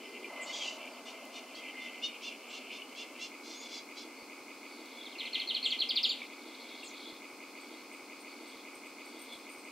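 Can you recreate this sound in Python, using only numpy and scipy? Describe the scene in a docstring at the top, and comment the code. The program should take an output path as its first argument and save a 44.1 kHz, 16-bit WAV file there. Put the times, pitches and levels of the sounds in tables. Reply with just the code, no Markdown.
"""Grassland near a camera: a small bird trills fast falling notes, another gives nasal calls and a hoarse one.
Swept sines make the trill and thin whistles; harmonics and breath noise through a throat make the calls.
Resonant noise makes a frog or insect chorus near 2 kHz, far buzzers, a drone and a cricket near 9 kHz.
Under them lies shaped noise, rumble and hiss; one short stretch of background returns, joined abruptly."""
import sys
import numpy as np
from scipy import signal
from scipy.fft import rfft, irfft, next_fast_len
from scipy.io import wavfile
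from scipy.ndimage import map_coordinates

SR = 44100
rng = np.random.default_rng(int(sys.argv[2]) if len(sys.argv) > 2 else 0)


def inscribe(sig):
    """Save sig as 16-bit PCM at rate SR to the path in sys.argv[1].

    A 1-D sig is mono; a 2-D sig holds one channel per row.
    Samples are clipped to [-1, 1] before scaling.
    """
    pcm = np.round(np.clip(np.atleast_2d(sig).T, -1, 1) * 32767)
    wavfile.write(sys.argv[1], SR, pcm.astype(np.int16))


N = 428211
TIME = np.arange(N) / SR

# Falling notes of the trill: (start [s], length [s], top pitch [Hz], level before the path [dB], grace note [0/1])
TRILL_NOTES = [(5.054, 0.028, 4290, -46.5, 0), (5.116, 0.021, 4370, -46, 0), (5.196, 0.023, 4460, -33.5, 1),
               (5.255, 0.032, 4450, -39, 0), (5.344, 0.022, 4460, -29.5, 1), (5.397, 0.037, 4500, -35, 0),
               (5.487, 0.037, 4550, -29, 1), (5.545, .038, 4600, -30.5, 0), (5.641, 0.038, 4650, -26.5, 1),
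               (5.704, .036, 4700, -28.5, 0), (5.801, .037, 4650, -26, 1), (5.889, .034, 5250, -25.5, 0),
               (5.955, 0.039, 5180, -26.5, 0), (6.03, 0.038, 5350, -25, 0), (6.089, .044, 5020, -29, 0)]
# Grace note: (lead [s], length [s], top pitch [Hz], end pitch [Hz], level against its note [dB])
GRACE_NOTE = (.013, .016, 4430, 3830, -8.5)
# Transmission over the grass: (frequency [Hz], gain [dB])
GRASS_PATH = [(2000, -10), (2700, -9.5), (3200, -1), (4300, -3.5), (4700, -7), (5300, -16.5)]
# Single returns from posts and trunks: (delay [s], gain [dB])
SINGLE_ECHOES = [(.0075, -8.5), (0.012, -14.5), (.021, -12.5), (.034, -14)]
# Nasal calls: (start [s], length [s], top pitch [Hz], arch depth [share], level [dB], hoarseness [0-1],
# brightness [dB per octave])
NASAL_CALLS = [(0.454, .075, 745, 0.022, -44, 0.27, -1), (1.048, 0.08, 719, 0.037, -49.5, .36, -2),
               (1.321, 0.081, 715, 0.039, -48.5, .4, -2), (1.539, .069, 660, .06, -49.5, 0.32, -7),
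               (1.789, 0.098, 711, 0.039, -50, .4, -11), (2.018, 0.062, 736, .07, -35.5, .08, -9.5),
               (2.212, 0.092, 710, 0.16, -43, 0.13, -3), (2.492, .11, 688, .045, -47, 0.6, -6),
               (2.702, 0.087, 715, 0.049, -47.5, 0.32, -7), (2.951, 0.1, 700, .11, -46, 0.43, -6.5),
               (3.184, .095, 696, .09, -44, 0.26, 0), (3.423, .17, 706, 0.045, -49, .45, -2),
               (3.59, 0.095, 695, 0.024, -49.5, 0.38, -6), (3.68, 0.13, 686, .04, -45, 0.32, -5),
               (3.952, 0.093, 679, .04, -48, 0.28, -7)]
# Throat response: (frequency [Hz], gain [dB])
THROAT_RESPONSE = [(2000, 11), (3000, 5.5), (3600, 0), (4300, -3), (5500, -6), (6600, -11), (8000, -23),
                   (10000, -61)]
# One long hoarse call: (time [s], main pitch [Hz], tone level [dB], hiss level [dB])
HOARSE_CALL = [(.51, 3510, -52, -58), (.53, 3400, -41, -46), (.57, 3290, -51, -43.5),
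               (.585, 3200, -47, -44.5), (.635, 3130, -43, -44.5), (.65, 2900, -46, -43),
               (.688, 2857, -37, -48), (.702, 2900, -48, -49.5), (.8, 2940, -61, -63)]
# Gliding whistles of birds further off, and short tones near 3.4 kHz from a buzzing insect: (start [s], length
# [s], start, middle and end pitch [Hz], level at the middle [dB])
GLIDING_TONES = [(.04, .09, 5400, 5000, 4200, -65), (.895, .075, 5500, 4700, 4200, -65),
                 (1.545, .02, 3900, 4500, 4600, -55), (2.47, .065, 7100, 7600, 7700, -65),
                 (3.553, 0.093, 6400, 6680, 6900, -57), (4.161, 0.081, 4200, 4600, 4220, -60),
                 (4.958, 0.073, 3440, 3430, 3370, -55), (5.69, .06, 6900, 6000, 5260, -65),
                 (6.033, 0.11, 7600, 6960, 7600, -58), (6.875, .025, 7060, 6200, 5470, -58),
                 (7.04, .08, 3450, 3450, 3400, -58), (7.37, .015, 8700, 8400, 8100, -66),
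                 (9.288, 0.081, 3470, 3440, 3390, -57)]
# Two voices of a falling call: (time after start [s], pitch [Hz], level against the call [dB])
FALLING_VOICES = [
    [(0, 8700, -15), (.012, 7500, 1), (.025, 6800, -6.5), (.04, 6700, -3), (.056, 6100, -16)],
    [(.006, 9700, -7), (.025, 7900, -1.5), (.052, 7000, -1), (.07, 7300, -10.5), (.092, 6500, 4)],
]
# Falling calls: (start [s], level [dB])
FALLING_CALLS = [(0.401, -53.5), (5.646, -56.5), (6.828, -56.5)]
# Short damped notes: (start [s], level [dB], pitch [Hz])
PLINK_NOTES = [(.2443, -35, 2380), (1.7439, -35, 2100), (2.8195, -36.5, 2930), (5.1537, -41, 2730),
               (6.2173, -32.5, 2280), (6.7161, -44, 2550), (6.83, -39, 2740)]
# Cricket chirps: (start [s], level [dB])
CHIRPS = [(7.607, -61), (7.9239, -57), (8.2008, -56), (8.4682, -55), (8.747, -55.5), (8.8583, -61),
          (9.0508, -57), (9.19, -53), (9.2114, -54), (9.3232, -55), (9.3794, -63), (9.4934, -53),
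          (9.508, -53.5), (9.58, -57.5), (9.6394, -59)]
# Dry ticks: (start [s], level before a common cut [dB])
DRY_TICKS = [(0.8574, -35), (1.2536, -31), (4.8584, -38), (7.9234, -48), (8.4751, -47), (8.9894, -47),
             (9.1914, -40), (9.3554, -44)]
# Broad chatter of the chorus: (time [s], level [dB])
CHATTER = [(0, -52), (.75, -50.5), (1.0, -57), (1.15, -54.5), (1.9, -51.5), (2.05, -55), (2.26, -48),
           (2.45, -55), (2.7, -49), (3.0, -61.5), (3.25, -49.5)]
# Resonances of the steady chorus: (centre [Hz], width [Hz], gain [dB])
STEADY_VOICES = [(2228, 151, 3), (2100, 170, -1), (2430, 174, -2), (2770, 244, -9)]
# Swells of a piping voice: (peak time [s], level [dB])
PIPING_SWELLS = [(.44, -46.5), (.71, -53), (1.3, -54.5), (1.87, -45.5), (3.22, -55.5)]
# Slopes of the piping swells: (rise [dB/s], fall [dB/s])
PIPING_SLOPES = (29, 82)
# Broad swell under the trill: (time [s], level [dB])
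TRILL_WASH = [(5.15, -57), (5.226, -44), (5.362, -46), (6.044, -48), (6.27, -49)]
# Swells of two far buzzing insects: (peak time [s], low voice level [dB], high voice level [dB])
BUZZ_SWELLS = [(5.04, -55, -58), (6.2, -51, -61), (6.7, -56.5, -60), (6.84, -52, -55.5), (7.09, -50, -55),
               (7.79, -60, -64), (8.56, -58, -62), (9.35, -55, -62)]
# Spectrum of the rumble and hiss: (frequency [Hz], relative level [dB])
FIELD_SPECTRUM = [(65, -60), (110, -47.5), (185, -21), (247, 0.5), (317, -4), (615, -8), (1220, -12),
                  (1450, -16), (1880, -21.5), (2400, -18), (3200, -21.5), (4500, -16.5), (5660, -20.5),
                  (8570, -24), (15600, -32)]
# Left-right likeness of the rumble and hiss: (frequency [Hz], correlation [0-1])
LIKENESS = [(200, 1), (350, 1), (600, 0.98), (1200, 0.8), (1800, 0.4), (2400, 0.64), (4000, 0.53),
            (6000, 0.12), (15000, 0.046)]
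# Moments at which the background stretch starts over: (time [s])
RESTARTS = [3.2455, 3.8175, 6.2288, 6.8416]
# First of three starts in a row: (time [s], lead-in [s])
TRIPLE_STARTS = [(4.2262, 0), (7.1481, .0204), (7.8428, .0204), (8.5794, .0204), (9.3957, .038)]
# Second and third start after the first: (delay [s], delay [s])
TRIPLE_DELAYS = (.1839, .3328)
# Span around the trill without repetition: (start [s], end [s])
FRESH_SPAN = (5.1933, 6.2288)
# Dips in the final spectrum: (centre [Hz], width [Hz], depth [dB])
SPECTRAL_DIPS = [(40, 85, -1.5), (1970, 48, -2.5), (3857, 138, -5.5)]

FULL_DB, END_HZ, SHALLOW_HZ_PER_DB = -25.5, 2560, 19  # a full note sinks to END_HZ, softer ones stop higher
BOUNCE_S = .002  # extra travel time of the ground bounce
EDGE_HZ, TIGHT_S, TIGHT_EDGE_HZ = 2720, 3.4, 3320  # low edge of the throat; higher from TIGHT_S on
WING_DB, WING_HZ, WING_HZ_PER_DB, OVERTONES_DB = -54.5, 8710, 60, -10  # louder chirps ring higher
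PULSING_HZ = 86.2
STEADY_DB, EARLY_DB = -54, -5  # steady chorus level, and its change before the first restart
LOW_SLOPES, HIGH_SLOPES = (38, 130), (27, 110)  # buzzers: rise, fall [dB/s]
SIZZLE_S, SIZZLE_DB, SIZZLE_SLOPES = .48, -61.5, (120, 43)  # delay after a triple's start; rise, fall [dB/s]
DRONE_S, DRONE_DB_PER_S = 0.303, 8.5  # moment of the step in pitch, and the decay after it
FIELD_DB = -51.5
TOP_HZ = 15770


def amp(db):
    """Decibel law: amplitude ratio of a level."""
    return 10 ** (np.asarray(db) / 20)


def unit(x):
    """Normalization to unit root-mean-square."""
    return x / np.sqrt(np.mean(x ** 2) + 1e-20)


def along(points, hz):
    """Linear interpolation of (frequency [Hz], value) on a logarithmic frequency axis."""
    f, v = np.transpose(points)
    return np.interp(np.log(hz + 1), np.log(f + 1), v)


def curves(rows):
    """Linear interpolation in time: the sample span of a table and a curve for each column."""
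    s, *cols = np.transpose(rows)
    span = slice(max(round(s[0] * SR), 0), min(round(s[-1] * SR), N))
    return span, [np.interp(TIME[span], s, c) for c in cols]


def wobble(rate, size=N):
    """Band-limited fluctuation: a smooth random curve with `rate` knots a second."""
    knots = rng.standard_normal(int(size * rate / SR) + 4)
    return unit(map_coordinates(knots, [np.arange(size) * rate / SR]))


def filtered(x, response):
    """Convolution theorem: the spectrum times a response of frequency."""
    m = next_fast_len(x.shape[-1] + 8192)
    spectrum = rfft(x, m) * response(np.fft.rfftfreq(m, 1 / SR))
    return irfft(spectrum, m)[..., :x.shape[-1]]


def bands(modes):
    """Resonance: a sum of second-order band-passes, each applied twice for steep skirts."""
    def response(f):
        return sum(amp(db) * (1j * f * w / (c * c - f * f + 1j * f * w)) ** 2 for c, w, db in modes)
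    return response


def sine(hz):
    """Frequency modulation: phase is the running sum of frequency; a steady tone has unit RMS."""
    return np.sqrt(2) * np.sin(2 * np.pi * np.cumsum(hz) / SR)


def fade(size):
    """Windowing: soft ends for a call."""
    return signal.windows.tukey(size, .25)


def place(out, start_s, sound):
    """Superposition: add a sound at its start time."""
    out[round(start_s * SR):][:len(sound)] += sound


def swells(times, levels_db, slopes_db):
    """Power addition of swells that rise to a peak and fall away at constant dB a second."""
    rise, fall = slopes_db
    power = 0
    for s, db in zip(times, levels_db):
        drop_db = np.where(TIME < s, rise * (s - TIME), fall * (TIME - s))
        power = power + amp(2 * (db - drop_db))
    return np.sqrt(power)


def calling(modes, rate, lumpy_db, pulsing=0):
    """Amplitude modulation: resonant noise for small callers, uneven in loudness; an optional steady
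    pulsing near 86 Hz is laid over it."""
    uneven = amp(lumpy_db * np.clip(wobble(rate), -2, 2))
    voices = filtered(rng.standard_normal(N) * uneven, bands(modes))
    phase = 2 * np.pi * np.cumsum(PULSING_HZ * (1 + 0.02 * wobble(8))) / SR
    return unit((1 + np.clip(pulsing, 0, 1) * np.cos(phase)) * voices)


def repeats():
    """Gating: true outside the span around the trill."""
    return (TIME < FRESH_SPAN[0]) | (TIME >= FRESH_SPAN[1])


def replayed(x):
    """Repetition: each restart returns to the same stretch, joined without a crossfade."""
    rows = [(s, 0) for s in RESTARTS] + TRIPLE_STARTS
    rows = rows + [(s + again, 0) for s, _ in TRIPLE_STARTS for again in TRIPLE_DELAYS]
    starts, lead = np.round(np.array(sorted(rows)).T * SR).astype(int)
    at = np.arange(N)
    # a lead-in begins just ahead of the stretch
    last = starts[np.clip(np.searchsorted(starts - lead, at, "right") - 1, 0, None)]
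    fresh = (at < starts[0]) | ~repeats()
    return x[..., np.where(fresh, at, at - last + N // 2)]


def over_grass(x):
    """Comb interference: an inverted ground bounce and a few single echoes join the direct sound."""
    def response(f):
        def late(s):
            return np.exp(-2j * np.pi * f * s)
        returns = sum(amp(db) * late(s) for s, db in SINGLE_ECHOES)
        return amp(along(GRASS_PATH, f)) * (1 - 0.33 * late(BOUNCE_S) + returns)
    return filtered(x, response)


def trill():
    """Frequency sweep: each note drops fast, then flattens, with a weak third harmonic."""
    out = np.zeros(N)
    lead, *grace, under_db = GRACE_NOTE
    notes = []
    for s, length, top_hz, db, graced in TRILL_NOTES:
        notes.append((s, length, top_hz, END_HZ + SHALLOW_HZ_PER_DB * (FULL_DB - db), db))
        if round(graced):
            notes.append((s - lead, *grace, db + under_db))
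    for s, length, top_hz, end_hz, db in notes:
        u = np.linspace(0, 1, round(length * SR))
        hz = end_hz + (top_hz - end_hz) * (1 - u) ** 1.3
        swell = np.abs(np.sin(np.pi * u ** 0.47)) ** 0.44
        level = amp(db + 2.5 * wobble(150, size=len(u)))
        place(out, s, level * swell * (sine(hz) + amp(-23.5) * sine(3 * hz)))
    return over_grass(out)


def nasal():
    """Source-filter principle: harmonics 3 to 13 and breath noise pass the throat as the pitch arches."""
    out = np.zeros(N)
    for s, length, top_hz, arch, db, hoarse, bright_db in NASAL_CALLS:
        hoarse = np.clip(hoarse, 0, 1)
        edge_hz = EDGE_HZ if s < TIGHT_S else TIGHT_EDGE_HZ

        def throat(f):
            tilt_db = bright_db * np.log2((f + 1) / 3300)
            return amp(along(THROAT_RESPONSE, f) + tilt_db) / (1 + (edge_hz / (f + 1)) ** 16)

        u = np.linspace(-1, 1, round(length * SR))
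        hz = top_hz * (1 - arch * (u - .1) ** 2)
        shaken = hz * (1 + .032 * hoarse * wobble(120, size=len(u)))
        stack = sum(throat(k * hz) * amp(2.5 * wobble(40, size=len(u))) * sine(k * shaken)
                    for k in range(3, 14))
        breath = filtered(rng.standard_normal(len(u)), lambda f: throat(f) ** 0.54)
        swell = (1 - u ** 2) ** 0.9 * amp(1.4 * u + 2.6 * hoarse * wobble(70, size=len(u)))
        # hoarseness trades harmonic power for breath power
        voice = np.sqrt(1 - hoarse) * unit(stack) + np.sqrt(hoarse) * unit(breath)
        place(out, s, amp(db) * swell * voice)
    return out


def rasp():
    """Random frequency modulation: a torn, sinking tone with broad resonant hiss above it."""
    out = np.zeros(N)
    span, (hz, db, hiss_db) = curves(HOARSE_CALL)
    size = len(hz)
    torn_hz = hz * (1 + .035 * wobble(355, size=size))
    tone = unit(sine(torn_hz) * amp(2.3 * wobble(69.4, size=size)))
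    modes = [(3920, 1000, 15), (4610, 780, 14), (5900, 1160, 13), (6600, 1000, 7), (7400, 380, -6)]
    hiss = unit(filtered(rng.standard_normal(size), bands(modes)))
    hiss = filtered(hiss, lambda f: 1 / (1 + (f / 8300) ** 12))
    hiss_level = amp(hiss_db + 1.6 * wobble(124, size=size))
    out[span] = fade(size) * (amp(db) * tone + hiss_level * hiss)
    return out


def whistles():
    """Pure tones: gliding sines of birds further off, among them two-voiced falling calls, and short tones near
    3.4 kHz from a buzzing insect."""
    out = np.zeros(N)
    for s, length, *bend_hz, db in GLIDING_TONES:
        u = np.linspace(-1, 1, round(length * SR))
        hz = np.polyval(np.polyfit([-1, 0, 1], bend_hz, deg=2), u)
        level = amp(db - 6 * u ** 2 + 3.5 * wobble(120, size=len(u)))
        place(out, s, level * fade(len(u)) * sine(hz))
    for s, call_db in FALLING_CALLS:
        for voice in FALLING_VOICES:
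            span, (hz, db) = curves(np.add(voice, [s, 0, call_db]))
            out[span] += amp(db + 2.9 * wobble(92, size=len(hz))) * fade(len(hz)) * sine(hz)
    return out


def plinks():
    """Damped oscillation: brief notes out of the chorus decay 60 dB in 39 ms."""
    out, t = np.zeros(N), TIME[:SR // 20]
    for s, db, hz in PLINK_NOTES:
        onset = 1 - np.exp(-t / 0.00041)
        place(out, s, amp(db - 60 * t / 0.039) * onset * np.sin(2 * np.pi * hz * t))
    return out


def cricket():
    """Stridulation: uneven scrapes drive wing resonances and three random higher ones, then die away."""
    out, t = np.zeros(N + SR), TIME[:SR // 8]
    for s, db in CHIRPS:
        hz = WING_HZ + WING_HZ_PER_DB * (db - WING_DB) + rng.normal(0, 90)
        scrapes = rng.standard_normal(len(t)) * amp(2.1 * wobble(214, size=len(t)))
        wing = unit(filtered(scrapes, bands([(hz, 450, 0), (hz - 400, 300, -6)])))
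        over = [(c, 500, 0) for c in rng.uniform(10200, 15000, 3)]
        ring = unit(filtered(scrapes, bands(over)))
        wing += amp(OVERTONES_DB + rng.normal(0, 3)) * ring
        envelope = amp(db - 60 * t / 0.21) * (1 - np.exp(-t / 0.0026)) * (t < .06 + .02 * rng.random())
        place(out, s, envelope * wing)
    return out[:N]


def ticks():
    """Random phase modulation: a 2 ms dying tone at 6.5 kHz, roughened to a dry tick."""
    out, t = np.zeros(N), TIME[:SR // 500]
    for s, db in DRY_TICKS:
        phase = 2 * np.pi * 6500 * t + 0.9 * rng.standard_normal(len(t))
        place(out, s, amp(db - 3.5 - 60 * t / .002) * np.sin(phase))
    return out


def echoes(x, t60):
    """Diffuse scattering: grass, posts and trees return a decaying noise tail, part of it unlike left-right."""
    t = TIME[:SR // 3]
    tail = rng.standard_normal((2, len(t))) * amp(-60 * t / t60) * (t > .0015)
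    tail = tail[0] + 0.39 * tail[1] * np.array([[1], [-1]])
    return signal.fftconvolve(x[None], tail / np.linalg.norm(tail[0]), axes=1)[:, :N]


def chorus():
    """Superposed resonators: chatter and piping, a steady repeating chorus near 2.2 kHz, a swell under the trill."""
    steady = unit(replayed(calling(STEADY_VOICES, 30, lumpy_db=1.8, pulsing=0.62)))
    level = amp(STEADY_DB + EARLY_DB * (TIME < RESTARTS[0]))
    out = level * steady * (TIME > 1.9) * repeats()
    span, (chatter_db,) = curves(CHATTER)
    modes = [(2417, 390, 0.18), (2670, 450, 0.027), (2945, 140, -1.2)]
    chatter = calling(modes, 29.7, lumpy_db=3.5, pulsing=0.33)
    out[span] += amp(chatter_db) * chatter[span]
    piping = calling([(2053, 110, 0)], 29.8, lumpy_db=2.5)
    out += swells(*np.transpose(PIPING_SWELLS), PIPING_SLOPES) * piping
    span, (wash_db,) = curves(TRILL_WASH)
    wash = calling([(2085, 105, 0), (2400, 1060, 0)], 30, lumpy_db=3.0, pulsing=0.36)
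    out[span] += amp(wash_db) * wash[span]
    return filtered(out, lambda f: np.clip((f - 1990) / 60, .1, 1))  # little of it lies under 2 kHz


def buzzers():
    """Amplitude envelopes: two far buzzing insects swell, and a thin sizzle follows each triple start."""
    peaks, low_db, high_db = np.transpose(BUZZ_SWELLS)
    low = calling([(3430, 210, 1.5), (3660, 420, 0.5)], 30, lumpy_db=2.6, pulsing=0.35)
    high = calling([(4170, 820, 0)], 100, lumpy_db=4.0)
    out = swells(peaks, low_db, LOW_SLOPES) * low + swells(peaks, high_db, HIGH_SLOPES) * high
    sizzle_peaks = [s + SIZZLE_S for s, _ in TRIPLE_STARTS]
    sizzle = calling([(4500, 300, 0)], 100, lumpy_db=3)
    return out + swells(sizzle_peaks, [SIZZLE_DB] * len(sizzle_peaks), SIZZLE_SLOPES) * sizzle


def drone():
    """Exponential decay: a low far band gives way to two higher ones that die slowly."""
    before = amp(-54.5) * calling([(390, 110, 0)], 12, lumpy_db=1.0)
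    after = amp(-51.5) * calling([(640, 165, 0)], 11.6, lumpy_db=0.4)
    after += amp(-53.5) * calling([(995, 540, 0)], 11.6, lumpy_db=0.4)
    since = TIME - DRONE_S
    after *= np.clip(since / .015 + 1, 0, 1) * amp(-DRONE_DB_PER_S * np.abs(since))
    return np.clip(.5 - since / .04, 0, 1) * before + after


def field():
    """Partial correlation: far rumble and hiss as shaped noise, near mono in the bass."""
    def mid_side(hz):
        turn = np.arccos(np.clip(along(LIKENESS, hz), -1, 1)) / 2
        return amp(along(FIELD_SPECTRUM, hz)) * [np.cos(turn), np.sin(turn)]
    mid, side = filtered(rng.standard_normal((2, N)), mid_side)
    return amp(FIELD_DB) * replayed(unit(np.array([mid + side, mid - side])))


def background():
    """Superposition: rumble and hiss, the chorus, the buzzers, the drone and two quiet resonances."""
    puffs = amp(-69.5) * replayed(calling([(1265, 260, 0)], 6.3, lumpy_db=3.5))
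    rumble = amp(-61) * unit(replayed(calling([(325, 59, 0)], 9, lumpy_db=2.5)))
    rumble *= (TIME >= RESTARTS[0]) & repeats()  # only the repeated stretch has this extra rumble
    return field() + chorus() + puffs + rumble + buzzers() + drone()


def scene():
    """Superposition of direct and scattered sound; the cricket leans left, the background slightly so."""
    song = trill()
    others = nasal() + rasp() + whistles() + plinks()
    chirps = filtered(cricket() + ticks(), lambda f: f / (f + 1500))
    out = song + amp(-7.5) * echoes(song, 0.29)
    out = out + others + amp(-4.5) * echoes(others, .19)
    out = out + chirps * amp([[.8], [-.8]]) + amp(-5) * echoes(chirps, 0.35)
    return out + background() * amp([[.2], [-.2]])


def record(dry):
    """Linear filtering: a bass cut and two narrow dips; the camera keeps nothing above its band limit."""
    def response(hz):
        dips_db = sum(db * np.exp(-((hz - c) / w) ** 2) for c, w, db in SPECTRAL_DIPS)
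        return amp(dips_db) * (hz < TOP_HZ)
    return filtered(dry, response)


dry = scene()
out = record(dry)
inscribe(out)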